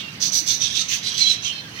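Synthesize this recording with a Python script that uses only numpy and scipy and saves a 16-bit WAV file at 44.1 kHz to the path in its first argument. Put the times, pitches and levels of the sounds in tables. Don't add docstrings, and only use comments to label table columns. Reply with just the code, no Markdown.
import sys
import numpy as np
from scipy import signal
from scipy.fft import rfft, irfft, next_fast_len
from scipy.io import wavfile
from scipy.ndimage import uniform_filter1d, map_coordinates

SR = 44100
rng = np.random.default_rng(int(sys.argv[2]) if len(sys.argv) > 2 else 0)


def attenuation_scalar(level_db):
    decades = np.asarray(level_db, float) / 20
    return 10 ** decades


def to_wav(s):
    ch = np.atleast_2d(s).T
    pcm = np.round(np.clip(ch, -1, 1) * 32767)
    wavfile.write(sys.argv[1], SR, pcm.astype(np.int16))


N = 79380
T = np.arange(N) / SR

# (start [s], level [dB], throat resonance [Hz], throat over
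# beak [dB], sizzle over beak [dB])
RASPS = [(-.06, -57.5, 3330, 28, -13), (0.088, -53.5, 4030, -20, -29), (0.198, -22, 4200, -7, -18),
         (0.316, -20.5, 3950, -12, -14), (0.459, -21.5, 3850, -3.5, -18), (0.598, -26, 3680, 1.5, -34),
         (.695, -35.5, 3560, 0.5, -18), (.742, -26, 3840, 2.5, -35), (0.877, -24.5, 3150, 2.5, -17.5),
         (1.023, -32.5, 3970, 9.5, -36), (1.11, -37, 3430, 3.5, -14), (1.167, -28, 3990, 4, -24),
         (1.253, -29.5, 3670, 5, -21), (1.418, -34, 3200, 6, -24), (1.735, -57.5, 4540, 15, -5)]
# (frequency [Hz], width [Hz], level [dB])
BEAK_RESONANCES = [(5990, 650, 12.5), (5020, 2040, -2)]
# (frequency [Hz], level [dB])
SIZZLE_SPECTRUM = [(6500, 1), (7600, -6), (9000, -22), (10600, -1), (12600, 9), (14500, 9), (15900, 8)]
# (start [s], length [s], pitch [Hz], level [dB], lower resonance [Hz])
NASAL_CALLS = [
    (.0, .1, 553, -43, 2750),
    (1.505, .125, 530, -35, 3050),
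    (1.74, .09, 612, -41, 2450),
]
# (start [s], length [s], pitch [Hz], level [dB])
WHISTLE_NOTES = [(.02, .085, 2800, -39), (.405, .04, 315, -35), (.68, .07, 3270, -41),
                 (.72, .03, 1780, -43), (.8, .045, 1330, -38), (1.1, .08, 3270, -35),
                 (1.195, .16, 4130, -19), (1.2, .11, 2280, -41), (1.24, .08, 3240, -28),
                 (1.445, .09, 3180, -25), (1.485, .05, 2870, -29), (1.64, .045, 1610, -47),
                 (1.775, .06, 3160, -34)]
# (frequency [Hz], decay time t60 [s])
ROOM_DECAY = [(300, 0.17), (3000, 0.6), (8000, 0.16), (15000, 0.033)]
# (frequency [Hz], level per Hz [dB])
CHATTER_SPECTRUM = [(800, -18.5), (1300, -8.5), (2500, 0.5), (4000, -6.5), (6000, -9.5), (8000, -24.5),
                    (10500, -26), (15800, -24.5)]
# (frequency [Hz], level per Hz [dB])
HUM_SPECTRUM = [(18, -23), (30, -29.5), (102, -4.5), (167, -3.5), (392, -17), (695, -20.5), (1140, -19),
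                (1210, -18.5), (1500, -18), (1950, -20), (3300, -120)]
# (frequency [Hz], left-right correlation [-1..1])
PORT_LIKENESS = [(60, 0.65), (130, 1), (290, 0.78), (640, 0.82), (1410, -0.42), (3100, -0.18),
                 (6820, -0.45), (15000, 0.17)]
# (frequency [Hz], left minus right port [dB])
PORT_DIFFERENCE = [(300, -0.5), (1200, -4), (3400, -7), (5000, -13.5), (6200, -18), (7800, 10), (11000, 1),
                   (14000, -3.5), (15500, -3)]


def unit(x):
    return x / np.sqrt(np.mean(x ** 2) + 1e-20)


def along(points, hz):
    f, v = np.transpose(points)
    return np.interp(np.log(hz + 1), np.log(f + 1), v)


def wobble(rate):
    knots = rng.standard_normal(int(N * rate / SR) + 4)
    return map_coordinates(knots, [T * rate])


def filtered(x, response):
    m = next_fast_len(N + 8192)
    return irfft(rfft(x, m) * response(np.fft.rfftfreq(m, 1 / SR)), m)[..., :N]


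def resonance(f, hz, width_hz):
    return (f * width_hz) ** 2 / ((hz * hz - f * f) ** 2 + (f * width_hz) ** 2)


def syrinx():
    pulse_hz, jitter, scatter_db, breath_share = 428, 0.3, 0.5, 0.72
    cycles = np.cumsum(pulse_hz * np.exp(jitter * wobble(300))) / SR
    cycle_sizes = attenuation_scalar(scatter_db * rng.standard_normal(N // 20))
    sizes = cycle_sizes[cycles.astype(int)]
    snaps = np.diff(np.floor(cycles), prepend=0) * sizes
    puffs = sizes * np.exp(-2.5 * (cycles % 1)) * rng.standard_normal(N)
    return np.sqrt(1 - breath_share) * unit(snaps) + np.sqrt(breath_share) * unit(puffs)


def rasps():
    attack_s, throat_attack_s, hold_s = 0.024, 0.038, 0.068
    release_db_per_s, throat_closes_db_per_s = 267, 105
    throat_width_hz, chest_hz, chest_width_hz, chest_db = 1100, 2720, 1540, -16
    source, out = syrinx(), np.zeros(N)
    beak = unit(filtered(source, lambda f: sum(attenuation_scalar(db) * resonance(f, hz, w) for hz, w, db in BEAK_RESONANCES)))
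    sizzle = unit(filtered(source, lambda f: attenuation_scalar(along(SIZZLE_SPECTRUM, f))))
    for start, db, throat_hz, throat_db, sizzle_db in RASPS:
        throat = unit(filtered(source, lambda f: resonance(f, throat_hz, throat_width_hz)
                               + attenuation_scalar(chest_db) * resonance(f, chest_hz, chest_width_hz)))
        since_hold = np.clip(T - start - hold_s, 0, 1)
        fade = attenuation_scalar(db - release_db_per_s * since_hold)
        beak_opens = np.clip((T - start) / attack_s, 0, 1) ** 0.81
        throat_opens = np.clip((T - start) / throat_attack_s, 0, 1) ** 0.81
        throat_gain = attenuation_scalar(throat_db - throat_closes_db_per_s * since_hold)
        late = throat_gain * throat + attenuation_scalar(sizzle_db) * sizzle
        out += fade * (beak_opens * beak + throat_opens * late)
    return out


def note(start, length, hz, waver):
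    edge_s, sag_per_s = 0.018, 0.3
    shape = np.clip(np.minimum(T - start, (start + length - T) / 2) / edge_s, 0, 1)
    pitch = hz * (1 - sag_per_s * np.clip(T - start, 0, length) + waver * wobble(120))
    return shape, 2 * np.pi * np.cumsum(pitch) / SR


def nasals():
    width_hz, upper_hz, upper_db, scatter_db = 700, 4330, 0, 3
    out = np.zeros(N)
    for start, length, hz, db, lower_hz in NASAL_CALLS:
        shape, phase = note(start, length, hz, waver=0.006)
        stack = np.zeros(N)
        for k in range(3, 13):
            colour = resonance(k * hz, lower_hz, width_hz) + attenuation_scalar(upper_db) * resonance(k * hz, upper_hz, width_hz)
            stack += colour * attenuation_scalar(scatter_db * wobble(40.2)) * np.sin(k * phase + k * k)
        out += attenuation_scalar(db) * shape * unit(stack)
    return out


def whistles():
    flutter_db, octave_db = 4.5, -56
    out = np.zeros(N)
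    for start, length, hz, db in WHISTLE_NOTES:
        shape, phase = note(start, length, hz, waver=0.018)
        tone = np.sin(phase) + attenuation_scalar(octave_db) * np.sin(2 * phase)
        out += attenuation_scalar(db + flutter_db * wobble(90)) * shape * tone
    return out


def echoes(x, tail, db):
    return attenuation_scalar(db) * signal.fftconvolve(x[None], tail / np.linalg.norm(tail, axis=1)[:, None], axes=1)


def space(x):
    renew_s, birds_db, left_direct_db = 0.12, -1, -20
    cage_t60_s, cage_left_right_db, room_db = 0.034, [[0], [-1.5]], -11
    step = round(renew_s * SR)
    x = np.pad(x, (step, 2 * step))
    out = np.zeros((2, N + 4 * step + SR))
    for i in range(0, N + step, step):
        piece = x[i:i + 2 * step] * np.hanning(2 * step)
        cage = rng.standard_normal((2, SR // 20)) * attenuation_scalar(-60 * T[:SR // 20] / cage_t60_s)
        hz, t, z = signal.stft(rng.standard_normal((2, SR // 2)), SR, nperseg=256)
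        decay = attenuation_scalar(-60 * t / along(ROOM_DECAY, hz)[:, None])
        room = signal.istft(z * decay, SR, nperseg=256)[1]
        for wet in (echoes(piece, cage, cage_left_right_db), echoes(piece, room, room_db)):
            out[:, i:i + wet.shape[1]] += wet
    direct = x[step:step + N] * attenuation_scalar([[left_direct_db], [0]])
    return attenuation_scalar(birds_db) * (direct + out[:, step:step + N])


def diffuse(spectrum, patchy_db):
    z = signal.stft(rng.standard_normal((2, N)), nperseg=512)[2]
    patches = uniform_filter1d(rng.standard_normal(z.shape[1:]), size=5, axis=0)
    patches = uniform_filter1d(patches, size=8, axis=1)
    pair = signal.istft(z * attenuation_scalar(patchy_db * unit(patches)), nperseg=512)[1][:, :N]

    def mid_side_gain(hz):
        turn = np.arccos(np.clip(along(PORT_LIKENESS, hz), -1, 1)) / 2
        return attenuation_scalar(along(spectrum, hz)) * [np.cos(turn), np.sin(turn)]

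    mid, side = filtered(pair, mid_side_gain)
    return unit(np.array([mid + side, mid - side]))


def chatter():
    return attenuation_scalar(-39) * diffuse(CHATTER_SPECTRUM, patchy_db=3.5)


def fan():
    return attenuation_scalar(-50.5 + 6.5 * wobble(5.76)) * np.sin(2 * np.pi * 115.7 * T + 0.81 * wobble(8))


def hum():
    return attenuation_scalar(-41.5) * diffuse(HUM_SPECTRUM, patchy_db=1.5)


def scene():
    tones_db = 4.3
    birds = space(rasps() + attenuation_scalar(tones_db) * (nasals() + whistles()))
    return birds + chatter() + fan() + hum()


def band_limit(x):
    return signal.sosfilt(signal.butter(12, 15960, fs=SR, output="sos"), x)


def record(dry):
    low_cut_hz, top_hz = 60, 15960

    def port_gain(f):
        shading = attenuation_scalar(np.outer([0.75, -0.25], along(PORT_DIFFERENCE, f)))
        return shading * (f < top_hz) * f * f / (f * f + low_cut_hz ** 2)

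    return band_limit(filtered(dry, port_gain))


dry = scene()
out = record(dry)
to_wav(out)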